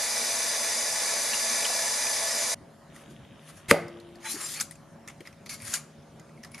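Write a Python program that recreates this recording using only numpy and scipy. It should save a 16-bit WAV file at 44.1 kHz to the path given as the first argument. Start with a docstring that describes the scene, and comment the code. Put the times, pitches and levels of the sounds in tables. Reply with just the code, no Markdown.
"""At a steel sink a tap streams through a plastic colander; the scene then cuts to a quiet kitchen counter.
Close to the microphone a knife crunches through a carrot and slams on a wooden board, the carrot slides
over kitchen paper, and a small peeler scrapes and clicks. Behind them an appliance hums in the room.
Water is noise and tiny impacts through the basin's resonances, friction is shaped noise with a moving peak,
and contacts are noise bursts and decaying modes, with echoes from the walls."""
import sys
import numpy as np
from scipy import signal
from scipy.fft import rfft, irfft, next_fast_len
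from scipy.io import wavfile
from scipy.ndimage import uniform_filter1d, map_coordinates

SR = 44100
rng = np.random.default_rng(int(sys.argv[2]) if len(sys.argv) > 2 else 0)


def store_wav(level_fs):
    """Save 16-bit WAV to argv[1]."""
    pcm = np.round(np.clip(np.atleast_2d(level_fs), -1, 1) * 32767)
    wavfile.write(sys.argv[1], SR, pcm.T.astype(np.int16))


N = 291060
TIME = np.arange(N) / SR
CUT_S = 2.5472  # the sink ends and the counter begins

# Clicks of peeler, knife and carrot:
# (time [s], crack level [dB], bright ring [Hz], body level against crack [dB], body [Hz])
CONTACTS = [(2.9612, -43, 9080, 1, 1910), (3.8816, -41.5, 5100, -6, 1210),
            (3.9998, -42.5, 4100, -17.5, 1550), (4.1552, -44, 4660, -6.5, 1800),
            (4.5995, -18, 5060, -14, 2230), (4.6076, -17.5, 6140, -15, 1540),
            (4.6109, -17.5, 7800, -12, 1490), (4.71, -32, 9000, -13, 1930), (4.7186, -42, 8930, -7.5, 2120),
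            (4.7543, -44, 7200, -10.5, 2600), (5.0763, -33, 6140, -2.5, 1800), (5.084, -34, 7000, 0, 2130),
            (5.0973, -43.5, 6900, 5, 1900), (5.2053, -37.5, 3200, -1.5, 2020), (5.252, -54, 4100, 12, 2180),
            (5.2618, -49, 4130, 5, 2200), (5.2724, -38.5, 5200, -0.5, 1980),
            (5.3268, -48.5, 5770, -2, 2330), (5.461, -35.5, 4410, -4, 2080), (5.494, -29, 4300, -13, 2240),
            (5.601, -42, 4670, -3, 2170), (5.6196, -36, 8920, -7, 2340), (5.7305, -33, 6300, 5, 1700),
            (5.7365, -24, 3880, -12, 1580), (5.7386, -11.5, 7140, -14.5, 1540),
            (5.7455, -26, 7120, -12.5, 1560), (5.749, -33, 7220, -22, 1550), (5.7528, -24, 6900, -10, 1560),
            (5.7702, -33, 7050, -5, 2140), (6.196, -41.5, 6750, -10, 2030), (6.2914, -62.5, 3980, 12, 1890),
            (6.3744, -63, 5200, 13, 2130), (6.4315, -44, 6000, -2, 2010), (6.4352, -37, 5340, -5, 1820),
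            (6.4467, -35, 5040, -0.5, 1840), (6.517, -42, 10300, -11, 2230), (6.545, -36, 5140, 1, 2220),
            (6.579, -40, 10500, -4.5, 2190)]


def amp(db):
    """dB to gain."""
    return 10 ** (np.asarray(db) / 20)


def unit(x):
    """x at rms 1."""
    return x / np.sqrt(np.mean(x ** 2) + 1e-20)


def along(points, hz):
    """Interpolate (Hz, value) points on a log frequency axis."""
    f, v = np.transpose(points)
    return np.interp(np.log(hz + 1), np.log(f + 1), v)


def filtered(x, response):
    """x through a response, real or complex, given as a function of frequency."""
    m = next_fast_len(N + SR // 2)
    return irfft(rfft(x, m) * response(np.fft.rfftfreq(m, 1 / SR)), m)[..., :N]


def left_lean(points):
    """Response of left and right that differ by the given (Hz, left minus right dB) points."""
    return lambda hz: amp(np.outer([.5, -.5], along(points, hz)))


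def stereo(pair, side):
    """Left and right from a mid signal and a second one weighted by the side spectrum."""
    across = filtered(pair[1], lambda hz: amp(along(side, hz)))
    return np.array([pair[0] + across, pair[0] - across])


def noise(patchy_db):
    """Two unrelated noises sharing patches of random gain in time and frequency."""
    z = signal.stft(rng.standard_normal((2, N)), nperseg=512)[2]
    field = uniform_filter1d(rng.standard_normal(z.shape[1:]), size=6, axis=0)
    field = uniform_filter1d(field, size=10, axis=1)
    return unit(signal.istft(z * amp(patchy_db * unit(field)), nperseg=512)[1][:, :N])


def grains(per_s, spread_db):
    """Two unrelated trains of tiny impacts of uneven size."""
    hit = rng.random((2, N)) < per_s / SR
    sign = rng.choice([-1, 1], (2, N))
    size = amp(spread_db * np.clip(rng.standard_normal((2, N)), -2, 2))
    return unit(hit * sign * size)


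def add(track, s, sound):
    """Mix a sound into a track at time s."""
    part = track[round(s * SR):][:len(sound)]
    part += sound[:len(part)]


def ring(hz, db, t60, attack=0.00013, glide=0):
    """One decaying mode, at most 1 s long, whose pitch may rise."""
    t = np.arange(int(min(t60, 1) * SR)) / SR
    tone = np.sin(2 * np.pi * hz * t * (1 + glide * t / t60))
    return amp(db - 60 * t / t60) * (1 - np.exp(-t / attack)) * tone


def burst(hz, db, t60, sharpness):
    """A dying puff of noise in one broad resonance."""
    t = np.arange(int(t60 * SR)) / SR
    b, a = signal.iirpeak(hz, sharpness, SR)
    once = signal.lfilter(b, a, rng.standard_normal(SR // 2))
    puff = unit(signal.lfilter(b, a, once))[-len(t):]
    return amp(db - 60 * t / t60) * (1 - np.exp(-.3 * t * hz)) * puff


def slopes(t, full_s, hold_s, rise_db_per_s, fall_db_per_s):
    """Gain that climbs to 1, holds and falls, straight in dB."""
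    early = np.maximum(full_s - t, 0)
    late = np.maximum(t - full_s - hold_s, 0)
    return amp(-rise_db_per_s * early - fall_db_per_s * late)


def echo(x, longest):
    """x through two unrelated noise tails in which each frequency dies at its own speed."""
    # Decay of the walls: (frequency [Hz], t60 [s])
    wall_decay = [(100, 1), (600, 0.64), (2000, 0.46), (6000, 0.39), (14000, 0.26)]
    hz, t, z = signal.stft(rng.standard_normal((2, SR // 2)), SR, nperseg=256)
    t60 = np.minimum(along(wall_decay, hz), longest)[:, None]
    tail = signal.istft(z * amp(-60 * t / t60), SR, nperseg=256)[1]
    return signal.fftconvolve(x[None], tail / np.linalg.norm(tail[0]), axes=1)[:, :N]


def far_rattle():
    """Uneven taps blurred by noise and dulled by distance, faint and then fading."""
    from_s, level_db, fades_s, fade_db_per_s = 2.9, -63, 4.08, 30
    beats = np.cumsum(rng.uniform(.011, .024, 500))  # nearly sixty a second
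    knocks = np.zeros((2, 13 * SR))
    knocks[:, (beats * SR).astype(int)] = amp(4 * rng.standard_normal(beats.shape))
    knocks = unit(knocks[:, :N]) + 1.1 * rng.standard_normal((2, N))
    dull = lambda f: (f < 3850) * (1.2 + 1 / (1 + ((f - 3000) / 450) ** 2)) * f / (f + 900)
    fade = (TIME > from_s) * slopes(TIME, 0, fades_s, 0, fade_db_per_s)
    return amp(level_db) * fade * unit(filtered(knocks, dull))


def kitchen_air():
    """Steady room noise, an appliance hum of narrow noise bands with thin motor tones, and the far rattle."""
    # Spectrum of the air: (frequency [Hz], relative level per Hz [dB])
    air_spectrum = [(25, -31.5), (60, -14.5), (110, -8), (170, -6.5), (300, -12), (500, -18.5), (700, -18),
                    (1100, -21.5), (1800, -26), (3000, -33.5), (6000, -37), (10000, -39), (12500, -47.5),
                    (15000, -63.5)]
    # Fuzzy appliance hum: (frequency [Hz], width [Hz], rms level [dB])
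    hum_bands = [(152, 11, -58), (228.3, 8.4, -61)]
    # Steady motor tones: (frequency [Hz], rms level [dB])
    motor_tones = [(559.9, -64.5), (640.6, -70), (683.7, -69)]
    # Width of the room: (frequency [Hz], side against mid [dB])
    air_side = [(60, -17), (150, -20), (380, -9), (940, -9.5), (2360, -12), (5910, -4), (14800, -6)]
    air_db = -53

    air = filtered(noise(patchy_db=2.5), lambda f: amp(along(air_spectrum, f)))
    air *= amp(air_db) / np.std(air[0])
    for hz, width, db in hum_bands:
        band = lambda f: 1 / (1 + (2 * (f - hz) / width) ** 2)
        air += amp(db) * unit(filtered(rng.standard_normal((2, N)), band))
    for hz, db in motor_tones:
        air += amp(db) * unit(np.sin(2 * np.pi * (hz * TIME + rng.random((2, 1)))))
    air += far_rattle()
    return stereo(air, air_side) * np.clip((TIME - CUT_S) / .001, 0, 1)


def tap():
    """Droplets and hiss drum on the basin, which lifts its own resonances; a few bubbles pop."""
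    # Water between the sink's resonances: (frequency [Hz], relative level per Hz [dB])
    spray_spectrum = [(25, -25), (80, -14), (170, -16.5), (300, -16), (420, -9.5), (1000, -5.5),
                      (1350, -8.5), (2100, -5), (3100, -13), (5000, -7), (8500, -3), (11000, -5.5),
                      (12600, -18), (13400, -49)]
    # Resonances of the steel basin: (frequency [Hz], width [Hz], relative level [dB])
    basin_modes = [(235, 17, 2.5), (417, 37, -10), (460, 53, -6.5), (591, 23, -1.5), (665, 16.7, 2.5),
                   (834, 26, 1.5), (985, 24, 0.5), (1144, 13, -1), (1726, 50, 4), (1894, 69, -4.5),
                   (1992, 41, -2.5), (2322, 100, -1), (3520, 110, 2), (3886, 48, 0.5), (4440, 46, 1),
                   (4764, 52, 3), (4804, 86, 3), (4950, 250, -1.5), (5320, 74, -2), (6100, 30, -10),
                   (6130, 210, -1), (6050, 220, 1), (6550, 94, -5), (7040, 45, 0.5), (7690, 100, 0),
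                   (8400, 180, -21), (9300, 45, -11), (9990, 91, -1.5), (10900, 98, -5.5)]
    # Width of the sink: (frequency [Hz], side against mid [dB])
    sink_side = [(60, -19), (200, -17), (600, -18.5), (1200, -14), (2250, -67), (3600, -8.5), (5500, -16),
                 (8500, -5), (11500, -5.5), (13000, -31)]
    # Balance of the sink: (frequency [Hz], left minus right [dB])
    sink_left = [(60, 0.5), (130, -0.5), (290, 0.0), (640, -0.5), (1400, -1), (3070, -0.5), (6740, 0.5),
                 (14800, 1.5)]
    # Popping bubbles: (time [s], level [dB], pitch [Hz])
    pops = [(.169, -23, 1700), (1.009, -34, 2000), (1.334, -19, 2680), (1.342, -19, 2760),
            (1.646, -22, 3320), (1.652, -17.5, 2970), (1.664, -21.5, 3450), (1.701, -23, 754),
            (2.069, -21.5, 2430)]
    stream_db = -28.5
    stir_s, stir_width_s, stir_db = 1.55, 0.29, 0.73  # a slight swell as the hand stirs under the stream
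    pop_t60_s, pop_glide = 0.017, 0.037  # life of a pop, share by which its pitch term rises
    splash_db, splash_t60_s = -1, .012  # broad splash with each pop, against its level

    drive = noise(patchy_db=0.97) + 0.43 * grains(per_s=1300, spread_db=7.0)
    walls = echo(drive[0], longest=0.14)  # the steel walls send the spray back and comb it finely
    drive = np.array([drive[0] + .5 * walls[0], 1.48 * drive[1] + 0.27 * walls[1]])

    def basin(f):
        peaks = sum(amp(2 * db) / (1 + (2 * (f - c) / w) ** 2) for c, w, db in basin_modes)
        return np.sqrt(amp(-2 * 8.95) + peaks)

    water = filtered(drive, lambda f: basin(f) * amp(along(spray_spectrum, f)))
    swell_db = stir_db * np.exp(-((TIME - stir_s) / stir_width_s) ** 2)
    water *= amp(stream_db + swell_db) / np.std(water[0])
    for s, db, hz in pops:
        add(water[0], s, ring(hz, db, pop_t60_s, attack=0.00055, glide=pop_glide))
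        add(water[0], s, burst(hz, db + splash_db, splash_t60_s, sharpness=0.71))
    return filtered(stereo(water, sink_side), left_lean(sink_left)) * np.clip((CUT_S - TIME) / 0.0064, 0, 1)


def rubbing():
    """Friction noise: a bright hiss over a duller body, each with a broad peak, plus brief squeaks."""
    # Spectrum of the hiss: (frequency [Hz], relative level per Hz [dB])
    hiss_spectrum = [(1760, -30), (3000, -17), (3750, -4), (4730, 0), (5130, -2), (7350, -0.5), (7870, -3),
                     (10500, 1), (12700, -9), (15200, -33)]
    # Spectrum of the duller body: (frequency [Hz], relative level per Hz [dB])
    body_spectrum = [(350, -33.5), (600, -7.5), (1070, -8.5), (1200, 0), (1430, -7.5), (1620, -6),
                     (1800, -2), (3500, -7.5), (4550, -43.5), (7700, -120)]
    # The carrot dragged over the paper: (time [s], hiss level [dB], body level [dB])
    slide = [(4.2, -67, -68), (4.259, -44.5, -40), (4.32, -33, -49.5), (4.372, -45, -48.5),
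             (4.424, -37.5, -43), (4.452, -37, -46), (4.492, -39.5, -49.5), (4.534, -37.5, -52),
             (4.594, -44.5, -44), (4.612, -50, -60)]
    # Short rubs of fingers, blade and peeler: (time of full level [s], rise [s], hold [s], hiss level [dB],
    # body level against hiss [dB], hiss peak [Hz], body peak [Hz])
    short_rubs = [(2.957, 0.068, 0.059, -60.5, -1, 8700, 1510), (3.112, 0.048, .005, -59, -13, 6740, 1390),
                  (3.496, 0.11, .005, -54, -2, 9160, 1470), (3.573, 0.045, .005, -55.5, -5, 9160, 1680),
                  (5.257, 0.022, 0.013, -64.5, 0, 6600, 2030), (5.459, .004, 0.0053, -56, -5, 5610, 2060),
                  (5.495, .006, 0.043, -43.5, -7, 5900, 2070), (5.666, 0.082, 0.069, -41, -7, 7750, 1740),
                  (6.552, 0.05, .004, -59.5, -4, 6530, 2300), (6.59, 0.014, 0.043, -58, -7, 6600, 2270)]
    # Narrow squeaks within the rubbing: (start [s], length [s], level [dB], pitch [Hz])
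    squeaks = [(4.243, 0.044, -46, 895), (4.25, 0.084, -44, 4030), (4.4, .1, -48, 10700),
               (4.413, 0.068, -39, 7370), (4.41, .05, -45, 8850), (4.43, 0.084, -44, 5000),
               (4.54, 0.063, -47, 4420), (5.488, 0.081, -46.5, 2195), (4.598, .045, -49, 12700),
               (6.51, .055, -56, 10500), (6.538, .03, -43, 2260)]
    slide_hz, slide_hz_per_db, slide_body_hz = 7900, 190, 1870  # hiss peak at -44 dB, higher when louder
    rise_db, fall_db_per_s = 26.5, 345  # gained over a rub's rise; lost after its hold
    rustle_db, rustle_t60_s = -21.5, 0.11  # every click shakes a short rustle out of paper and peel

    friction = noise(patchy_db=3.0) + .5 * grains(per_s=3400, spread_db=7.5)
    hz, t, z = signal.stft(friction, SR, nperseg=256)

    def peaked(points, height, centre_hz, width_hz):
        peak = np.exp(-((hz[:, None] - centre_hz) / width_hz) ** 2)
        shape = amp(along(points, hz))[:, None] * (1 + height * peak)
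        return unit(shape / np.linalg.norm(shape, axis=0))  # equally strong wherever the peak lies

    hiss = lambda peak_hz: peaked(hiss_spectrum, 0.59, peak_hz, width_hz=2800)
    body = lambda peak_hz: peaked(body_spectrum, 1.0, peak_hz, width_hz=1100)

    s, *columns = np.transpose(slide)
    hiss_db, body_db = [np.interp(t, s, c) for c in columns]
    bright_hz = slide_hz + slide_hz_per_db * (hiss_db + 44)
    gain = hiss(bright_hz) * amp(hiss_db) + body(slide_body_hz) * amp(body_db)
    gain *= (t >= s[0]) * (t <= s[-1])
    for s, rise, hold, db, body_db, peak_hz, body_hz in short_rubs:
        stroke = amp(db) * slopes(t, s, hold, rise_db / rise, fall_db_per_s)
        gain += (hiss(peak_hz) + amp(body_db) * body(body_hz)) * stroke
    for s, db, peak_hz, body_db, body_hz in CONTACTS:
        shake = amp(db + rustle_db - 60 * np.abs(t - s) / rustle_t60_s) * (t > s)
        gain += (hiss(peak_hz) + amp(body_db + 4.5) * body(body_hz)) * shake
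    pair = signal.istft(z * gain, SR, nperseg=256)[1][:, :N]

    # stick and slip makes the level stutter
    slips = map_coordinates(rng.standard_normal(N // 300 + 4), [np.arange(N) / 300])
    pair *= unit(amp(1.3 * slips))
    for start, length, db, tone_hz in squeaks:
        swell = np.sin(np.pi * np.clip((TIME - start) / length, 0, 1))
        narrow = lambda f: 1 / (1 + ((f - tone_hz) / 45) ** 2)
        pair[0] += amp(db) * swell * unit(filtered(rng.standard_normal(N), narrow))
    return pair


def clicks():
    """Each contact is a crack of noise, a bright scratch and a lower knock; set-downs are soft thuds."""
    # Soft set-downs on the board: (time [s], level [dB], pitch [Hz], t60 [s])
    set_downs = [(3.687, -29.5, 125, 0.065), (4.342, -31, 313, 0.076), (4.36, -34.5, 388, 0.063),
                 (5.205, -35.5, 350, 0.05), (5.213, -38.5, 484, 0.034), (5.63, -41.5, 109, 0.18),
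                 (6.2, -43.5, 160, 0.079)]
    crack_t60_s, knock_t60_s = .013, .032
    scratch_db, scratch_t60_s = -7, .022  # level against the crack
    top_hz = 9900

    cracks, knocks, t = np.zeros(N), np.zeros(N), np.arange(SR // 10) / SR
    for s, db, hz, body_db, body_hz in CONTACTS:
        envelope = amp(db - 60 * t / crack_t60_s) * (1 - np.exp(-t / 0.0013))
        add(cracks, s, envelope * rng.standard_normal(len(t)))
        add(knocks, s, burst(hz, db + scratch_db, scratch_t60_s, sharpness=7.1))
        add(knocks, s, burst(body_hz, db + body_db, knock_t60_s, sharpness=6.9))
    for s, db, hz, t60 in set_downs:
        add(knocks, s, ring(hz, db, t60, attack=0.0013))
    crisp = lambda f: 1j * f / (2200 + 1j * f)
    soft_top = lambda f: 1 / (1 + 1j * f / top_hz - (f / top_hz) ** 2) ** 2
    return filtered(knocks + filtered(cracks, crisp), soft_top)


def chop():
    """The carrot's fibres tear in a rising crunch, and the blade strikes the board, setting its modes ringing."""
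    # Spectrum of tearing fibres: (frequency [Hz], relative level per Hz [dB])
    fibre_spectrum = [(180, -32.5), (300, -1), (1100, -8), (1950, 4.5), (2850, -1.5), (4750, -6),
                      (5980, -5.5), (6930, -3.5), (10100, -3), (13500, -15.5), (15200, -28)]
    # Modes of board and counter: (frequency [Hz], level [dB], t60 [s])
    board_modes = [(96, -20, 0.1), (224, -15.5, 0.073), (279, -18.5, 0.09), (362, -22.5, 0.14),
                   (163, -26.5, 0.31), (461, -8.5, 0.059), (571.5, -19, 0.27), (641, -24, 0.26),
                   (897, -18, 0.033), (1210, -5.5, 0.021), (1540, -11, 0.019), (2006, 5, 0.0052),
                   (2470, -7, 0.0067), (3630, -29, .008), (4700, -11, 0.011), (6180, -13, .006)]
    # A metal vessel on the counter rings on until touched:
    # (frequency [Hz], level [dB], t60 [s], time of the touch [s])
    pan = (344.5, -39.5, 2.44, 4.5)
    strike_s = 3.7115
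    tear_s, tear_db, tear_db_per_s = 3.686, -38, 645.5  # the blade bites and speeds up through the carrot
    snap_s, snap_db, snap_t60_s = 3.7125, -18, 0.0092  # last fibres snap
    settle_db, settle_t60_s = -26.5, .085  # halves settle

    tear = (grains(per_s=4200, spread_db=0.5) + rng.standard_normal((2, N)))[0]
    cut = amp(tear_db + tear_db_per_s * (snap_s - tear_s))
    cut = cut * slopes(TIME, snap_s, 0, tear_db_per_s, 60 / snap_t60_s)
    cut *= np.clip(1 + (TIME - tear_s) / .004, 0, 1)
    from_snap = np.abs(TIME - snap_s)
    snap = amp(snap_db - 60 * from_snap / snap_t60_s)
    settle = amp(settle_db - 60 * from_snap / settle_t60_s) * (TIME > snap_s)
    sound = (cut + snap + settle) * unit(filtered(tear, lambda f: amp(along(fibre_spectrum, f))))

    for k, (hz, db, t60) in enumerate(board_modes):
        direction = (-1) ** k  # neighbouring modes start in opposite directions
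        add(sound, strike_s, direction * ring(hz, db, t60, attack=0.00018))
    # the counter's dense modes blur into a woody rumble
    add(sound, strike_s + .004, burst(580, -22.5, .3, sharpness=1.8))
    add(sound, strike_s + .004, burst(1700, -38, 0.3, sharpness=0.67))

    hz, db, t60, touched_s = pan
    vessel = ring(hz, db, t60, attack=.04)
    since_touch = np.maximum(strike_s + np.arange(len(vessel)) / SR - touched_s, 0)
    add(sound, strike_s, vessel * amp(-150 * since_touch))
    return filtered(sound, lambda f: (1j * f / (75 + 1j * f)) ** 3)  # a small board radiates no deep bass


def scene():
    """Close sounds reach both microphone ports, mostly stronger on the left; the walls answer."""
    # Width of the close sounds: (frequency [Hz], side against mid [dB])
    close_side = [(60, -18), (150, -23.5), (400, -11), (1100, -13.5), (2200, -26), (4000, -7), (8000, -7.5),
                  (14000, -2.5)]
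    # Balance of the close sounds: (frequency [Hz], left minus right [dB])
    close_left = [(60, 1), (150, 1), (380, 3), (940, -0.5), (2360, 0.5), (5910, 2), (14800, 4.5)]
    blow, ticks, rub = chop(), clicks(), rubbing()
    hits = blow + ticks
    smeared = echo(hits, longest=.006)[0]  # nearby objects scatter a smeared copy
    near = np.array([hits + rub[0], smeared + rub[1]])
    # the walls answer 300 samples (7 ms) later
    far = amp(-17) * echo(np.roll(blow, 300), longest=1)
    far += amp(-17.5) * echo(np.roll(ticks + rub[0], 300), longest=1)
    return tap() + kitchen_air() + filtered(stereo(near + far, close_side), left_lean(close_left))


def record(dry):
    """The housing cuts narrow notches, the input clips at full scale, and a steep filter limits the band."""
    # Notches of the microphone housing: (frequency [Hz], width [Hz], depth [0-1])
    notches = [(7820, 130, 0.8), (9000, 200, 0.2)]
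    top_hz = 15400

    def housing(f):
        cuts = [1 - np.clip(depth, 0, 1) / (1 + ((f - hz) / width) ** 2) for hz, width, depth in notches]
        return np.prod(cuts, axis=0)

    clipped = np.clip(filtered(dry, housing), -1, 1)
    return filtered(clipped, lambda hz: 1 / (1 + (hz / top_hz) ** 300))


dry = scene()
out = record(dry)
store_wav(out)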